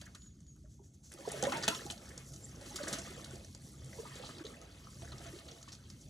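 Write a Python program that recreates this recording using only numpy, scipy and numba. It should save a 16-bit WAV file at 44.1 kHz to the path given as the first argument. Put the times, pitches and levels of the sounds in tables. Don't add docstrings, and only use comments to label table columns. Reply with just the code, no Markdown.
import sys
import numpy as np
from scipy import signal
from scipy.fft import rfft, irfft, next_fast_len
from scipy.io import wavfile
from scipy.ndimage import uniform_filter1d
from numba import njit

SR = 44100
rng = np.random.default_rng(int(sys.argv[2]) if len(sys.argv) > 2 else 0)


def pcm_store(signal):
    levels = np.round(np.clip(np.atleast_2d(signal), -1, 1) * 32767)
    wavfile.write(sys.argv[1], SR, levels.astype(np.int16).T)


N = 268567


def undb(db):
    return 10 ** (np.asarray(db) / 20)


def unit_rms(x):
    return x / np.sqrt(np.mean(x ** 2))


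def over_time(table):
    times, *columns = np.transpose(table)
    return [np.interp(np.arange(N) / SR, times, column) for column in columns]


def over_pitch(points, size):
    hz, value = np.transpose(points)
    return np.interp(np.log(np.arange(size // 2 + 1) * SR / size + 20), np.log(hz + 20), value)


def colour(x, eq):
    size = next_fast_len(x.shape[-1])
    return irfft(rfft(x, size) * undb(over_pitch(eq, size)), size)[..., :x.shape[-1]]


def noise(eq):
    return unit_rms(colour(rng.standard_normal(N), eq))


def wander(rate_hz):
    hold = int(SR / rate_hz)
    steps = np.repeat(rng.standard_normal(N // hold + 1), hold)
    return 1.3 * uniform_filter1d(uniform_filter1d(steps, hold), hold)[:N]


@njit
def bubbles(length, start, hz, t60, rise, size, swell_cycles):
    out = np.zeros(length)
    for k in range(len(start)):
        n = int(t60[k] * SR) + 2
        decay, step = np.exp(-6.9 / n), 2 * np.pi * hz[k] / SR
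        gain, phase = size[k], 0.
        for i in range(min(n, length - start[k])):
            phase += step * (1 + rise * i / n)
            gain *= decay
            attack = 1 - np.exp(-phase / (2 * np.pi * swell_cycles))
            out[start[k] + i] += gain * np.sin(phase) * attack
    return out


def clusters(events, count, stagger, ring, cycles, rise, swell_cycles, neighbours=1):
    out, span = np.zeros(N), int(.25 * SR)
    for start_s, db, hz, length_s, octaves, attack_s in events:
        lag, detune = rng.gamma(1.5, size=count), rng.standard_normal(count)
        lag[0] = detune[0] = 0
        starts = np.clip(lag * stagger * length_s * SR, 0, span - 1).astype(int)
        pitches = np.clip(hz * 2 ** (octaves * detune), 90, 15500)
        t60 = np.minimum(cycles / pitches, ring * length_s)
        sizes = np.exp(-.45 * lag) * np.where(lag > 0, neighbours, 1)
        cluster = bubbles(span, starts, pitches, t60, rise, sizes, swell_cycles)
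        cluster *= 1 - np.exp(-np.arange(span) / SR / attack_s)
        i = int(start_s * SR)
        out[i:i + span] += (cluster * undb(db) / np.abs(cluster).max())[:N - i]
    return out


def swarm(count, lo_hz, hi_hz, cycles, scatter_db):
    when, pitch, luck, life = rng.random((count, 4)).T
    hz = lo_hz * (hi_hz / lo_hz) ** pitch
    sizes = undb(np.minimum(-scatter_db * np.log(1 - luck), 4 * scatter_db))
    t60 = cycles * (.5 + life) / hz
    return unit_rms(bubbles(N, (when * N).astype(int), hz, t60, rise=0.23, size=sizes, swell_cycles=2.2))


def churn(lo_hz, hi_hz, flicker_db, rate_hz):
    out, shared = 0, wander(rate_hz)
    for hz in lo_hz * 2 ** np.arange(0, np.log2(hi_hz / lo_hz), 1 / 3):
        band_eq = [(hz * .75, -40), (hz * .89, 0), (hz * 1.12, 0), (hz * 1.33, -40)]
        band = colour(rng.standard_normal(N), band_eq)
        out = out + band * undb(flicker_db * (1.61 * shared + 0.51 * wander(rate_hz)))
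    return unit_rms(out)


# time in seconds, then slosh, wash and spray levels in dB.
LEG_PUSH = [(0.0, -76, -61, -65), (0.1, -68, -73, -68), (0.27, -86, -78, -70), (0.33, -86, -86, -75.5),
            (1.08, -79.5, -90, -74.5), (1.15, -63, -62, -61), (1.33, -52, -57.5, -51.5),
            (1.41, -54, -51, -52), (1.45, -39, -48, -53), (1.505, -45.5, -47.5, -48.5),
            (1.55, -44, -43.5, -49), (1.61, -49, -49, -51), (1.69, -47, -44.5, -50.5),
            (1.75, -52, -51, -47.5), (1.97, -57, -67, -59.5), (2.15, -58.5, -61, -59),
            (2.3, -65.5, -74.5, -58.5), (2.6, -59, -66, -59), (2.7, -57.5, -62, -54),
            (2.92, -49, -52, -48.5), (3.36, -57, -63.5, -60.5), (3.5, -71, -75.5, -62),
            (3.86, -61.5, -70, -59.5), (4.12, -58.5, -58, -56), (4.42, -59, -62, -58),
            (4.5, -51, -60, -58.5), (4.68, -68.5, -69, -64.5), (4.9, -64.5, -68.5, -59),
            (5.0, -67, -70, -57.5), (5.03, -61.5, -66, -56.5), (5.2, -58.5, -61.5, -57.5),
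            (5.55, -62.5, -67.5, -60.5), (5.72, -65.5, -71, -63.5), (5.95, -73, -74.5, -65),
            (6.09, -69, -86, -63)]
# time in seconds, level in dB.
FIZZ_ENVELOPE = [(0.0, -69), (0.34, -81.5), (0.88, -86.5), (1.08, -80), (1.31, -57.5), (1.47, -65),
                 (1.59, -58.5), (1.68, -53), (1.9, -64), (2.27, -73), (2.56, -72), (2.68, -63), (2.81, -58),
                 (2.95, -57.5), (3.53, -70), (3.81, -69), (4.16, -60.5), (4.34, -62), (4.61, -68.5),
                 (4.92, -68), (5.26, -63), (6.09, -72)]
# frequency in Hz, gain in dB.
SLOSH_EQ = [(120, -5.5), (250, -6), (500, -1.5), (800, -8), (1300, -26.5)]
WASH_EQ = [(600, -36), (1000, -3), (1800, 1), (2600, -1.5), (4000, -7)]
SPRAY_EQ = [(3200, -12), (4300, -8.5), (5200, 0), (6000, 4), (7800, 1), (9500, -2), (12000, -5), (15500, 2)]
FIZZ_EQ = [(2200, 0.5), (2800, -8), (3400, -5), (4200, -2), (5000, 0), (6000, -32)]

def wading():
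    slosh_db, wash_db, spray_db = over_time(LEG_PUSH)
    fizz_db, = over_time(FIZZ_ENVELOPE)
    slosh = swarm(count=2200, lo_hz=153.5, hi_hz=1095, cycles=13.5, scatter_db=2.5)
    slosh += churn(117.7, 1300, flicker_db=3.5, rate_hz=20)
    wash = swarm(count=2500, lo_hz=807, hi_hz=3506, cycles=28.5, scatter_db=3)
    wash += 0.9 * churn(609, 4000, flicker_db=2.5, rate_hz=25)
    spray = swarm(count=14000, lo_hz=4410, hi_hz=16030, cycles=52, scatter_db=5)
    spray += 1.3 * churn(3290, 16000, flicker_db=1.55, rate_hz=40)
    fizz = swarm(count=5000, lo_hz=2484, hi_hz=5440, cycles=34, scatter_db=4)
    fizz += 0.81 * churn(2340, 6000, flicker_db=1.4, rate_hz=32)
    layers = [(slosh, slosh_db, SLOSH_EQ), (wash, wash_db, WASH_EQ),
              (spray, spray_db, SPRAY_EQ), (fizz, fizz_db, FIZZ_EQ)]
    return sum(undb(db) * unit_rms(colour(layer, eq)) for layer, db, eq in layers)


# start in seconds, level in dB, pitch in Hz.
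BOOT_THUMPS = [(1.434, -33, 220), (1.686, -39, 267), (2.945, -43, 256), (4.299, -44, 262)]

def boots():
    length_s, octaves, attack_s = 0.0182, 0.16, 0.00026
    events = [(*row, length_s, octaves, attack_s) for row in BOOT_THUMPS]
    return clusters(events, count=4, stagger=0.374, ring=4.5, cycles=6.4, rise=0.089, swell_cycles=0.25)


# start in seconds, level in dB, pitch in Hz, ring time in seconds.
GLUGS = [(0.147, -55.5, 1200, 0.023), (0.018, -57, 575, 0.032), (0.64, -63.5, 600, 0.075),
         (0.7921, -60, 915, 0.031), (0.798, -53.5, 376, 0.074), (1.1425, -49.5, 336, 0.048),
         (1.188, -49, 530, .05), (1.205, -50, 370, 0.052), (1.251, -43.5, 947, 0.036),
         (1.2744, -38.5, 705, 0.042), (1.2756, -29, 446, .03), (1.3189, -44, 840, 0.027),
         (1.337, -40, 613, 0.066), (1.339, -40, 397, 0.066), (1.372, -42, 433, 0.04),
         (1.397, -47, 435, 0.045), (1.427, -28.5, 477, 0.029), (1.4297, -33, 770, .055),
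         (1.437, -30.5, 502, 0.057), (1.468, -27, 541, 0.0472), (1.475, -36.5, 977, 0.039),
         (1.521, -35, 822, .05), (1.524, -34, 1063, .04), (1.548, -37.5, 896, 0.072),
         (1.575, -47.5, 634, 0.0766), (1.6774, -32, 914, 0.045), (1.678, -36, 630, 0.043),
         (1.679, -36, 415, 0.065), (1.725, -40.5, 1010, .06), (1.816, -47, 447, 0.047),
         (1.852, -40, 327, 0.033), (1.862, -47, 800, .07), (1.925, -51.5, 709, 0.0593),
         (2.612, -50.5, 570, .05), (2.6554, -51, 355, 0.062), (2.706, -52, 815, .09),
         (2.7397, -45, 356, 0.085), (2.798, -39, 583, 0.11), (2.834, -38, 323, 0.018),
         (2.871, -47, 610, .05), (2.975, -48, 644, 0.077), (3.101, -46, 363, .06), (3.3319, -44, 366, .06),
         (3.982, -50, 955, 0.033), (3.9867, -37.5, 443, 0.068), (4.0311, -50, 583, 0.037),
         (4.116, -50, 1030, 0.024), (4.1564, -47, 464, .05), (4.197, -44.5, 484, 0.047),
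         (4.405, -40.5, 309, 0.04), (4.4459, -41, 418, 0.047), (4.8702, -46.5, 1180, 0.017),
         (5.0179, -52, 895, 0.014), (5.0281, -48.5, 306, .06), (5.028, -48.5, 663, 0.045),
         (5.205, -52, 690, 0.039), (5.118, -56, 1020, .03), (5.258, -52.5, 664, .06),
         (5.334, -43.5, 344, 0.045), (5.3606, -48, 390, 0.051), (5.678, -48, 1080, 0.016)]

def air_pockets():
    octaves, attack_share = 0.075, 0.073
    events = [(*row, octaves, attack_share * row[3]) for row in GLUGS]
    return clusters(events, count=2, stagger=0.12, ring=1, cycles=80, rise=0.097, swell_cycles=0.5,
                    neighbours=0.76)


# start in seconds, level in dB, pitch in Hz.
PLINKS = [(0.0196, -52, 1500), (0.065, -48.5, 1650), (0.154, -50, 1730), (0.26, -66, 1470),
          (0.565, -66, 1280), (0.652, -66, 1700), (1.117, -47, 2180), (1.3, -40.5, 1910),
          (1.4517, -34, 1770), (1.52, -31.5, 1323), (1.636, -32.5, 1660), (1.6793, -29.5, 1640),
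          (1.816, -46.5, 1710), (1.897, -57, 2160), (2.106, -47, 1770), (2.786, -38.5, 1400),
          (2.836, -40.5, 1790), (2.872, -36.5, 1620), (2.934, -37.5, 1600), (3.193, -50, 1340),
          (3.929, -45.5, 2020), (4.053, -43.5, 1270), (4.236, -43.5, 1214), (4.292, -43, 1570),
          (4.398, -49, 1490), (4.537, -50, 1790), (5.047, -50.5, 1450), (5.0752, -49, 1880),
          (5.121, -47.5, 1320), (5.684, -49, 2280)]

def drops():
    length_s, octaves, attack_s = 0.009, 0.25, 0.00026
    events = [(*row, length_s, octaves, attack_s) for row in PLINKS]
    return clusters(events, count=7, stagger=0.49, ring=3.7, cycles=28.6, rise=0.1, swell_cycles=0.12)


# start in seconds, level in dB, centre pitch in Hz, length in seconds,
# pitch spread in octaves, attack in seconds.
WATER_SLAPS = [(0.013, -37.5, 5800, 0.0049, 0.58, .0005), (0.148, -40, 6270, 0.007, 0.35, 0.00055),
               (0.219, -51.5, 4520, 0.003, 0.22, 0.00055), (0.259, -61, 4460, 0.0066, 0.2, .001),
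               (0.404, -49.5, 6800, .005, 0.14, .0003), (0.466, -55, 6150, 0.0041, 0.16, .0005),
               (0.562, -57, 9100, .002, 0.31, 0.00044), (1.118, -43, 8600, 0.0043, 0.22, .0005),
               (1.128, -45, 6560, 0.0022, 0.15, 0.00046), (1.138, -37, 8550, 0.0017, 0.33, .0003),
               (1.185, -46, 5500, 0.0034, 0.45, .001), (1.288, -34.5, 8200, 0.0057, 0.33, 0.00042),
               (1.3163, -28.5, 8400, 0.0054, 0.22, .0003), (1.4255, -20.5, 6940, 0.0022, 0.65, 0.00018),
               (1.436, -28, 5630, 0.0046, 0.62, 0.0011), (1.451, -32, 3450, 0.0042, 0.068, 0.0014),
               (1.468, -34, 7860, 0.0033, 0.36, .0005), (1.496, -35, 4000, 0.0041, 0.47, .0005),
               (1.521, -27.5, 5030, 0.0039, 0.47, 0.00039), (1.57, -32, 7100, 0.0031, 0.83, .0005),
               (1.625, -29.5, 4970, 0.004, 0.11, 0.00033), (1.633, -26.5, 4400, 0.0084, 0.18, 0.0028),
               (1.6787, -15.5, 5530, 0.0059, 0.77, 0.00064), (1.7466, -31, 5000, 0.0087, 0.44, 0.00058),
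               (1.802, -50, 6500, 0.0038, 0.22, .0005), (1.864, -35.5, 7400, 0.0037, 0.56, 0.00079),
               (1.9, -31.5, 3020, 0.0048, 0.27, 0.00037), (1.909, -29.5, 7260, 0.002, 0.35, 0.00024),
               (1.92, -34, 6300, 0.0029, 0.3, .0005), (1.977, -44, 4930, 0.0032, 0.11, .0005),
               (2.017, -60, 3680, 0.006, 0.096, .001), (2.055, -45, 7100, 0.0024, 0.16, 0.00054),
               (2.089, -41, 6600, 0.0053, 0.42, .001), (2.1772, -32, 6100, 0.0031, 0.17, 0.00022),
               (2.243, -56, 5860, 0.0042, .1, .001), (2.334, -42, 6200, 0.0072, 0.17, 0.0019),
               (2.36, -40.5, 5960, 0.0042, .08, 0.0011), (2.453, -40, 8000, 0.0025, 0.1, 0.0012),
               (2.557, -46, 5680, 0.0054, 0.074, .001), (2.611, -42.5, 7200, 0.0059, 0.45, .0005),
               (2.628, -52, 3760, 0.00094, 0.26, .0005), (2.6606, -39.5, 6540, 0.0067, 0.59, .0005),
               (2.756, -28.5, 6720, 0.011, 0.37, 0.0043), (2.83, -33.5, 5900, .012, 0.44, 0.0018),
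               (2.873, -43, 4270, 0.0094, 0.33, .002), (2.88, -29, 6550, 0.0065, 0.32, 0.0012),
               (2.927, -23.5, 7000, 0.0096, 0.39, 0.0025), (2.985, -33, 6750, 0.008, 0.13, 0.00089),
               (3.2436, -35.5, 7340, 0.004, 0.65, .0005), (3.308, -40.5, 7100, .003, 0.14, .001),
               (3.355, -41.5, 6000, .003, .2, 0.001), (3.446, -43, 5700, 0.0053, 0.088, .0005),
               (3.548, -36.5, 5860, 0.0031, 0.12, .0003), (3.844, -43, 7040, 0.0029, .1, 0.00033),
               (4.161, -43.5, 3640, 0.0052, 0.082, .002), (4.154, -42, 6400, .005, .1, .001),
               (4.223, -41.5, 4200, 0.0077, 0.26, 0.0026), (4.244, -42, 4000, 0.011, .2, .002),
               (4.26, -38.5, 4100, .012, 0.19, 0.0025), (4.383, -40, 4330, 0.0062, 0.17, 0.0011),
               (4.451, -41, 3900, 0.0047, 0.068, 0.0018), (4.466, -38.5, 3850, 0.003, 0.072, 0.00077),
               (4.6149, -40, 7000, 0.0019, 0.21, .0005), (5.02, -41.5, 1970, 0.0031, 0.91, 0.00045),
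               (5.118, -44.5, 3900, 0.0062, 0.091, 0.0015), (5.127, -47, 2850, 0.0048, 0.33, 0.00091),
               (5.181, -43, 5130, 0.0046, 0.23, 0.00043), (5.215, -49, 2370, .004, 0.35, .001),
               (5.263, -44, 6750, 0.0061, .15, .002), (5.359, -47, 4400, 0.0048, 0.54, 0.00057),
               (5.388, -42.5, 3780, .0031, 0.16, .0005), (5.483, -42.5, 3790, 0.0076, 0.33, 0.0016),
               (5.512, -41, 5800, 0.004, 0.052, 0.0018), (5.517, -48, 3350, 0.0033, 0.11, .001),
               (5.627, -40.5, 6150, 0.0055, 0.12, 0.00054), (5.681, -42.5, 5500, 0.011, 0.31, 0.0032),
               (5.718, -38, 5630, 0.013, 0.1, 0.0083), (5.75, -44, 5220, 0.0031, 0.046, .001),
               (5.9, -40.5, 5370, 0.0065, 0.15, 0.0003), (6.01, -47.5, 6040, 0.017, 0.14, .002)]
# frequency in Hz, gain in dB.
CRACK_EQ = [(80, -29), (200, 15.5), (500, -0.5), (1500, -3), (3000, -16), (6500, 8.5), (9000, -2),
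            (12000, -19.5), (15500, -10)]

def slaps():
    spray = clusters(WATER_SLAPS, count=50, stagger=.65, ring=1.01, cycles=16, rise=0.27,
                     swell_cycles=0.16)
    envelope, t = np.zeros(N), np.arange(int(.15 * SR)) / SR
    for start_s, db, _, length_s, _, attack_s in WATER_SLAPS:
        strength = undb(1.2 * (db + 23) - 35)
        decay = np.exp(-t / (0.00098 + 1.98 * length_s))
        attack = 1 - np.exp(-t / attack_s)
        i = int(start_s * SR)
        envelope[i:i + len(t)] += (strength * decay * attack)[:N - i]
    return spray + envelope * undb(3.1 * wander(300)) * noise(CRACK_EQ)


# peak time in seconds, level in dB, rise and fade in seconds.
LEAF_BRUSHES = [(0.059, -54.5, 0.0051, 0.0088), (0.247, -71, 0.047, 0.032), (0.71, -65.5, 0.014, 0.064),
                (.842, -65.5, 0.009, 0.047), (0.945, -67, 0.011, 0.018), (1.052, -57.5, 0.016, 0.062)]
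# frequency in Hz, gain in dB.
LEAF_EQ = [(3000, -16.5), (4800, -6), (6200, 4), (7500, 1), (8500, -8), (10000, -10.5)]

def leaves():
    t = np.arange(N) / SR
    swells = sum(undb(db) * np.exp(-((t - peak_s) / np.where(t < peak_s, rise_s, fade_s)) ** 2)
                 for peak_s, db, rise_s, fade_s in LEAF_BRUSHES)
    return swells * undb(2.2 * wander(97)) * noise(LEAF_EQ)


# time in seconds, pitch in Hz, level in dB.
WHISTLES = [
    [(0.14, 6900, -68), (0.22, 6930, -59), (0.29, 6740, -65), (0.36, 6760, -78)],
    [(0.43, 6850, -78), (0.465, 6800, -67), (0.53, 6630, -61), (0.59, 6700, -83)],
    [(2.39, 6600, -71), (2.43, 7440, -60), (2.448, 7620, -47), (2.468, 8200, -57), (2.487, 7340, -55),
     (2.525, 6150, -55)],
]
WHISTLE_WAVER = [.004, .004, .032]

def bird():
    out, t = np.zeros(N), np.arange(N) / SR
    for call, waver in zip(WHISTLES, WHISTLE_WAVER):
        hz, db = over_time(call)
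        gate = np.clip(np.minimum(t - call[0][0], call[-1][0] - t) / 0.005, 0, 1)
        level = gate * undb(db + 4 * wander(90))
        pitch = hz * (1 + waver * wander(300))
        out += level * np.sin(2 * np.pi * np.cumsum(pitch) / SR)
    return out


# time in seconds, rumble level in dB, hum pitch in Hz, hum level in dB.
TRAFFIC_BED = [(0.0, -56.5, 139.8, -78), (1.2, -58.5, 137.2, -62.5), (1.49, -58.5, 132.9, -56.5),
               (2.02, -54.5, 136.5, -61.5), (3.99, -53.5, 133.2, -56), (4.73, -57.5, 138.2, -68.5),
               (5.04, -51.5, 129.2, -54), (5.53, -58.5, 128.4, -65.5), (6.09, -53, 127.2, -62)]
# frequency in Hz, gain in dB.
RUMBLE_EQ = [(15, -16), (25, -12), (60, 1.5), (91, -1), (230, -9), (315, -15.5), (425, -25.5), (775, -85),
             (900, -80), (1170, -91), (1980, -120)]

def traffic():
    rumble_db, hum_hz, hum_db = over_time(TRAFFIC_BED)
    rumble = undb(rumble_db + 0.8 * wander(4.3)) * noise(RUMBLE_EQ)
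    hum_level = undb(hum_db + 5.2 * wander(25))
    hum_pitch = hum_hz * (1 + 0.0276 * wander(16))
    return rumble + hum_level * np.sin(2 * np.pi * np.cumsum(hum_pitch) / SR)


# frequency in Hz, gain in dB.
AIR_EQ = [(400, -1), (1000, -46), (2500, -44), (4500, -23), (6300, 18), (8000, -5), (11000, -36),
          (15500, 9.5)]

def air():
    return undb(-73 + 2 * wander(9.6)) * noise(AIR_EQ)


# frequency in Hz, gain in dB.
SCATTER_EQ = [(60, -40), (250, -18), (700, -3.5), (2300, -7.5), (2830, -2.5), (3300, -6), (4500, -5),
              (6500, -21.5), (8500, -45), (10500, 1.5), (12500, -7.5), (13500, -29)]

def woodland_scatter(direct, t60_s=0.18):
    t = np.arange(6000) / SR
    tail = rng.standard_normal((2, len(t))) * undb(-60 * t / t60_s)
    tail /= np.linalg.norm(tail[0])
    return signal.fftconvolve(colour(direct, SCATTER_EQ)[None], tail, axes=1)[:, :N]


# frequency in Hz, left minus right in dB.
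STEREO_BALANCE = [(100, 0), (250, -.7), (400, -2.6), (650, -8), (900, -4), (1250, .5), (2100, .5),
                  (2500, 5), (2900, 4), (3300, 0), (4600, -2.5), (5200, 0)]
# frequency in Hz, lead of the left side in half turns.
STEREO_PHASE = [(20, -.01), (150, -.02), (520, -.08), (750, .2), (1000, .38), (2000, .12), (2400, .65),
                (2750, .75), (3100, 1.9), (3600, 2.17), (4300, 2), (4800, 2.3), (5300, 2), (9600, 1.95),
                (11000, 1.65), (12400, 1.28), (13200, 1), (16000, 1)]

def microphone_ports(direct):
    size = next_fast_len(N)
    left = undb(over_pitch(STEREO_BALANCE, size) / 2) * np.exp(.5j * np.pi * over_pitch(STEREO_PHASE, size))
    return irfft(rfft(direct, size) * np.array([left, 1 / left]), size)[:, :N]


# frequency in Hz, gain in dB.
MIX_EQ = [(1800, 0), (2200, -3), (2500, 0.5), (2830, 1), (3200, -0.5), (3900, 0), (4800, -2.5)]

def scene():
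    water = wading() + boots() + air_pockets() + drops() + slaps()
    direct = colour(water + leaves() + bird() + traffic() + air(), MIX_EQ)
    return microphone_ports(direct) + woodland_scatter(direct)


def record(dry):
    dip_at_s, dip_width_s, dip_db = 4.435, 0.0035, -14
    dip = undb(dip_db * np.exp(-((np.arange(N) / SR - dip_at_s) / dip_width_s) ** 2))
    low_cut = signal.butter(3, 49, "high", fs=SR, output="sos")
    high_cut = signal.ellip(10, .2, 60, 15900, fs=SR, output="sos")
    return signal.sosfilt(high_cut, signal.sosfilt(low_cut, dry * dip))


dry = scene()
out = record(dry)
pcm_store(out)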